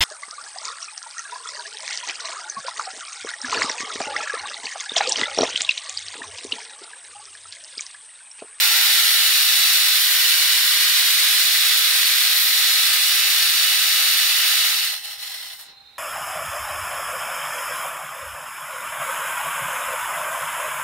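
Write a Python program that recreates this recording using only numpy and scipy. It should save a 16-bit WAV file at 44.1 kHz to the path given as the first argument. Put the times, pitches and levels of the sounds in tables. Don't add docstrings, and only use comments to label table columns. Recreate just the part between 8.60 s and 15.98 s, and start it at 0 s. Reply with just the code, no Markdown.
import sys
import numpy as np
from scipy import signal
from scipy.fft import rfft, irfft, next_fast_len
from scipy.io import wavfile
from scipy.ndimage import map_coordinates

SR = 44100
rng = np.random.default_rng(int(sys.argv[2]) if len(sys.argv) > 2 else 0)


def to_wav(s):
    ch = np.atleast_2d(s).T
    pcm = np.round(np.clip(ch, -1, 1) * 32767)
    wavfile.write(sys.argv[1], SR, pcm.astype(np.int16))


N = 325524
TIME = np.arange(N) / SR
PADDED = next_fast_len(N + SR // 2, True)
FREQ = np.fft.rfftfreq(PADDED, 1 / SR)
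SIDES = np.array([[.5], [-.5]])
TOP_HZ = 15700

# (time [s], height [m])
SHEET_HEIGHT = [(0, .005), (.25, .01), (.75, .06), (1.25, .065), (1.7, .11), (3, .07), (3.5, .08),
                (4.6, .06), (6.5, .052), (7.3, .14)]
# (time [s], hiss against full pressure [dB])
VALVE_CLOSING = [(5.92, 0), (6.06, -0.6), (6.27, -4), (6.38, -14), (6.76, -13.5), (6.93, -18.5),
                 (7.04, -26.5), (7.12, -29), (7.17, -52)]
# (time [s], length [s], sizzle against the jet level [dB])
SHEET_GRAZES = [(1.47, 0.24, -9), (3.832, .2, -6)]


def undb(db):
    return 10 ** (np.asarray(db) / 20)


def unit(x):
    return x / np.sqrt(np.mean(x ** 2))


def curve(rows):
    times, values = np.transpose(rows)
    return np.interp(TIME, times, values)


def spectrum(rows):
    hz, values = np.transpose(rows)
    return np.interp(np.log(FREQ + 1), np.log(hz), values)


def bell(x, centre, width):
    return .5 ** ((2 * (x - centre) / width) ** 2)


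def swells(rows):
    return sum(undb(db) * bell(TIME, at_s, length_s) for at_s, length_s, db in rows)


def shape(x, gain):
    return irfft(rfft(x, PADDED) * gain, PADDED)[..., :N]


def walk(rate):
    return unit(shape(rng.standard_normal(N), bell(FREQ, 0, 2 * rate)))


def noise_pair(likeness):
    shared = shape(rng.standard_normal(N), np.sqrt(likeness))
    separate = shape(rng.standard_normal((2, N)), np.sqrt(1 - likeness))
    return shared + separate


def droplets(per_s, spread_db):
    hit = rng.random(N) < per_s / SR
    strength = rng.standard_normal(N) * undb(spread_db * rng.standard_normal(N))
    return unit(hit * strength)


def echoes(x, t60_s):
    tail = rng.standard_normal((2, N)) * np.exp(-np.log(1000) * TIME / t60_s)
    return shape(x, rfft(unit(tail), PADDED) / np.sqrt(N))


def spray(gain_db=1.29, full_db=-19, sag_db=12, surge_db=0.07):
    jet_db, mist_db, rush_db = flow()
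    weak = np.clip((full_db - jet_db) / sag_db, 0, 1)
    plume = nozzle(mist_db, rush_db, weak)
    jet = standing_waves(thinning(plume, weak))
    surging = undb(jet_db + surge_db * walk(rate=2.5))
    return workshop(surging * (undb(gain_db) * jet + sheet_contact()))


def flow(full_db=-16.5, sag_db_per_s=0.2182, graze_shade_db=-1.05):
    # (time [s], length [s], level change [dB])
    sputters = [(6.295, .02, -1.5), (6.339, .02, 3.5), (6.42, .035, -3.5), (6.45, 0.026, 2),
                (6.527, .016, 0), (6.575, 0.043, -6.5), (6.812, .02, -1), (6.875, 0.028, -0.5),
                (6.938, .014, 1), (6.97, 0.03, -6.5), (7, .016, 3)]
    valve_db = curve(VALVE_CLOSING)
    sputter_db = sum(db * bell(TIME, at_s, length_s) for at_s, length_s, db in sputters)
    shade_db = graze_shade_db * sum(bell(TIME, at_s, length_s) for at_s, length_s, _ in SHEET_GRAZES)
    jet_db = full_db - sag_db_per_s * TIME + valve_db + sputter_db + shade_db

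    mist_db = -.2 * TIME - .5 * (1 - undb(valve_db))
    spit_db = 7 * bell(TIME, 6.99, .09)
    drying_db = 170 * np.maximum(TIME - 7.035, 0)
    mist_db = mist_db + spit_db - drying_db

    close_db = 3 * np.exp(-curve(SHEET_HEIGHT) / .033)
    rush_db = -2 - .37 * valve_db + close_db
    return jet_db, mist_db, rush_db


def nozzle(mist_db, rush_db, weak, drops_db=-11, mist_flicker_db=.5, flutter_db=1.5):
    # (frequency [Hz], likeness [0-1])
    port_likeness = [(420, 1), (650, .78), (900, .78), (1100, .4), (1330, .78), (1800, .52), (2000, .76),
                     (2500, .42), (2980, .55), (3630, .4), (4150, .82), (4650, .36), (4970, .32),
                     (5150, .68), (5500, .68), (5700, .42), (6300, .36), (7000, .42), (13000, .45),
                     (15500, .28)]
    plume = noise_pair(spectrum(port_likeness))
    low = 1 / (1 + (FREQ / 1350) ** 6)
    high = 1 - 1 / (1 + (FREQ / 6300) ** 8)
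    hiss = shape(plume, 1 - low - high)
    mist = shape(plume + undb(drops_db) * droplets(per_s=3300, spread_db=1.5), high)
    mist = mist * undb(mist_db + mist_flicker_db * walk(rate=37))
    rush = shape(plume, low) * undb(rush_db + flutter_db * weak * walk(rate=25))
    eddies_db = .2 * walk(rate=22) + (.3 + .9 * weak) * walk(rate=110)
    return (rush + hiss + mist) * undb(eddies_db)


def thinning(x, weak, offset_db=-1.5):
    # (frequency [Hz], width [Hz], left level [dB], right level [dB])
    thin_jet = [(740, 380, 5, 5), (1020, 120, 3, 3), (1150, 110, -4, -4), (1420, 420, -2, -3),
                (1990, 220, 3, 3.5), (2360, 260, -6, -6), (2680, 130, 2, -1), (2830, 110, -4, -4),
                (2970, 90, 1.5, 1.5), (3140, 140, 3.5, 3.5), (3660, 140, -4, -4), (3910, 110, -1, -4),
                (4130, 200, 4.5, 5.5), (4440, 150, 3.5, 1), (4720, 190, -8, -6.5), (5100, 220, 2.5, 4),
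                (5330, 200, 1, 4), (5600, 150, 5, 2.5), (5790, 90, 0, 4), (5920, 110, -2, -5),
                (6560, 120, -3, -4), (6810, 170, -8, -7), (7150, 220, 6, 1), (7450, 150, -7, -7),
                (7700, 150, 3, 3), (7900, 150, -6, -4), (8300, 350, 3, 4.5), (8680, 200, 4, 1),
                (8860, 130, -4, -6), (9120, 250, 7, 3.5), (9950, 250, -1, 3.5), (10450, 600, 3.5, -1),
                (11200, 400, -1, -2), (11650, 300, -3.5, -4.5), (12900, 300, 1, -4.5),
                (13650, 350, 0, -2.5), (14800, 250, 0, 3), (15250, 500, -3, -5)]
    colour_db = offset_db
    for hz, width, left_db, right_db in thin_jet:
        colour_db = colour_db + bell(FREQ, hz, width) * np.array([[left_db], [right_db]])
    return (1 - weak) * x + weak * shape(x, undb(colour_db))


def standing_waves(x):
    # (frequency [Hz], density [dB per Hz])
    hiss_spectrum = [(210, -78), (290, -42), (400, -35.5), (520, -28.3), (800, -18.6), (1100, -15.3),
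                     (1400, -7), (2000, -5), (3000, -5.5), (4400, -0.5), (5600, -5.5), (6400, -11.5),
                     (9000, -9), (12000, -8.5), (15600, -9)]
    # (frequency [Hz], left minus right [dB])
    port_lean = [(300, .8), (500, -2.5), (700, -2), (1500, -2.7), (3200, -1.3), (4350, -1.2), (6500, .3),
                 (10000, 4.6), (13000, .1), (15500, -2.3)]
    # (frequency [Hz], width [Hz], level [dB])
    rig_rings = [(586, 50, 3), (2324, 40, 2), (2473, 30, 2.5), (3483, 70, 1.5), (3904, 80, 2),
                 (5148, 70, 2.5), (7333, 60, 3), (8123, 130, 1.5), (9530, 60, 2), (9915, 60, 3.5),
                 (10564, 140, 1), (11885, 110, 2), (13216, 240, 2), (14798, 160, 2), (15437, 130, 2)]
    # (frequency [Hz], width [Hz], left level [dB], right level [dB], left lead [rad])
    gap_waves = [(1970, 240, 2.7, 1.5, 0), (2380, 240, -.2, 3, .8), (2690, 140, 2.4, 1.6, 0),
                 (2950, 320, 3.3, 5.9, 0), (3490, 320, -2, 6.4, .1), (3870, 320, 1.1, 4.5, .3),
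                 (4240, 400, 5.6, 1.8, 0), (4450, 180, .6, 1.2, .4), (4970, 300, -2.2, -4, 1.1),
                 (5300, 500, 1.2, 1.4, .3), (6000, 380, 3.9, 2.3, 3.4), (6440, 280, 3.2, 1.2, -2.9),
                 (6810, 580, 2.6, 3, -.5), (7660, 200, -.9, -1.9, 3.7), (8290, 420, 0, 6.2, -1.9),
                 (8590, 470, -2.4, -2.5, 3.2), (9490, 140, .3, 2.2, .2), (9760, 190, -4.1, -.7, 2.2),
                 (10620, 220, 4.1, 1.5, -.6), (11080, 460, -1.8, .8, -.7), (11990, 410, 2.2, 2.4, -.9),
                 (12310, 240, 1.1, 1.9, -1.5), (14660, 600, -.9, 1.1, -.6), (15060, 210, -2.1, -1.2, 2.6)]
    colour_db = spectrum(hiss_spectrum) + SIDES * spectrum(port_lean)
    for hz, width, db in rig_rings:
        colour_db = colour_db + db * bell(FREQ, hz, width)
    lead = 2 * np.pi / (1 + np.exp((4180 - FREQ) / 220))
    for hz, width, left_db, right_db, rad in gap_waves:
        wave = bell(FREQ, hz, width)
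        colour_db = colour_db + wave * np.array([[left_db], [right_db]])
        lead = lead + wave * rad
    return shape(x, unit(undb(colour_db)) * np.exp(1j * SIDES * lead))


def workshop(x, walls_t60_s=.25, walls_db=-14, sheet_t60_s=.08, sheet_db=-9.5):
    late = np.arange(N) - 2 * curve(SHEET_HEIGHT) / 343 * SR
    diffuse = echoes(x, sheet_t60_s)
    off_sheet = np.array([map_coordinates(port, [late], mode="nearest") for port in diffuse])
    return x + undb(walls_db) * echoes(x, walls_t60_s) + undb(sheet_db) * off_sheet


def sheet_drum(hz=850, width_hz=260, contact_db=-46, reach_m=0.028):
    drumming = unit(shape(noise_pair(.8), bell(FREQ, hz, width_hz)))
    closeness = np.exp(-curve(SHEET_HEIGHT) / reach_m)
    return drumming * undb(contact_db + curve(VALVE_CLOSING)) * closeness


def background(room_db=-56.8, pan_db=-2, waver_db=1.2, drift_rad=.35):
    # (frequency [Hz], density [dB per Hz])
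    room_spectrum = [(20, -4), (50, -5), (82, 1), (100, -2), (118, 1.5), (145, -6), (190, -5), (350, -7.5),
                     (650, -4), (1400, -.5), (2000, .5), (2600, 2), (3200, -3.5), (4500, -3.5), (6000, -13),
                     (15500, -16.5)]
    # (frequency [Hz], rms level [dB], left minus right [dB])
    clean_tones = [(793, -70, -3), (3863, -61, -6), (4112, -62, -2)]
    # (frequency [Hz], width [Hz], rms level [dB], left minus right [dB])
    whine_bands = [(815, 75, -65.5, -3), (3620, 150, -63.5, -10), (3725, 70, -62.5, -6),
                   (3900, 140, -67, -6), (4112, 60, -59, -2), (4185, 55, -64, -2)]
    room = noise_pair(0.88 / (1 + (FREQ / 1800) ** 2))
    out = unit(shape(room, undb(spectrum(room_spectrum)))) * undb(room_db + SIDES * pan_db)
    for hz, db, side_db in clean_tones:
        tone = unit(np.sin(2 * np.pi * hz * TIME + drift_rad * walk(rate=10)))
        out = out + tone * undb(db + SIDES * side_db + waver_db * walk(rate=6))
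    air = noise_pair(0.35)
    for hz, width, db, side_db in whine_bands:
        whine = unit(shape(air, np.sqrt(bell(FREQ, hz, width))))
        out = out + whine * undb(db + SIDES * side_db)
    return out


def sheet_flap(hz=380, width_hz=500):
    # (time [s], length [s], level [dB])
    flaps = [(.05, 0.11, -59), (.53, .06, -62), (3.75, .07, -64), (7.1, .05, -63)]
    return unit(shape(rng.standard_normal(N), bell(FREQ, hz, width_hz))) * swells(flaps)


def sheet_contact(sizzle_hz=10500):
    spatter = noise_pair(.3) + .5 * droplets(per_s=4000, spread_db=3)
    top_band = 1 / (1 + (sizzle_hz / (FREQ + 1)) ** 20) / (1 + (FREQ / TOP_HZ) ** 20)
    return unit(shape(spatter, top_band)) * swells(SHEET_GRAZES)


def rig_ping(at_s=6.903, hz=3500, peak_db=-36, t60_s=0.12):
    age = np.maximum(TIME - at_s, 0)
    return undb(peak_db) * np.sin(2 * np.pi * hz * age) * np.exp(-np.log(1000) * age / t60_s)


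def last_fizz(at_s=7.03, length_s=0.073, peak_db=-53, hz=8600, fall_octaves_per_s=8, width_hz=3000):
    centre = np.minimum(hz * 2 ** (-fall_octaves_per_s * (TIME - at_s)), TOP_HZ)
    carrier = np.sin(2 * np.pi * np.cumsum(centre) / SR)
    fizz = unit(shape(noise_pair(.5), bell(FREQ, 0, width_hz)) * carrier)
    return fizz * swells([(at_s, length_s, peak_db)])


def chirr(hz=4130, drift_rad=.6, pan_db=-3):
    # (time [s], length [s], peak level midway between the ports [dB])
    pulses = [(7.1, .012, -50), (7.177, 0.014, -48.5), (7.209, 0.015, -48.5), (7.265, .012, -52),
              (7.3, .014, -48), (7.356, .014, -52)]
    tone = np.sin(2 * np.pi * hz * TIME + drift_rad * walk(rate=76))
    return swells(pulses) * tone * undb(SIDES * pan_db)


def scene():
    jet = spray() + sheet_drum()
    around = background() + sheet_flap() + chirr()
    ending = rig_ping() + last_fizz()
    return jet + around + ending


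def record(dry):
    steep_cut = signal.ellip(12, .1, 80, TOP_HZ, fs=SR, output="sos")
    return signal.sosfilt(steep_cut, dry)


dry = scene()
out = record(dry)
to_wav(out)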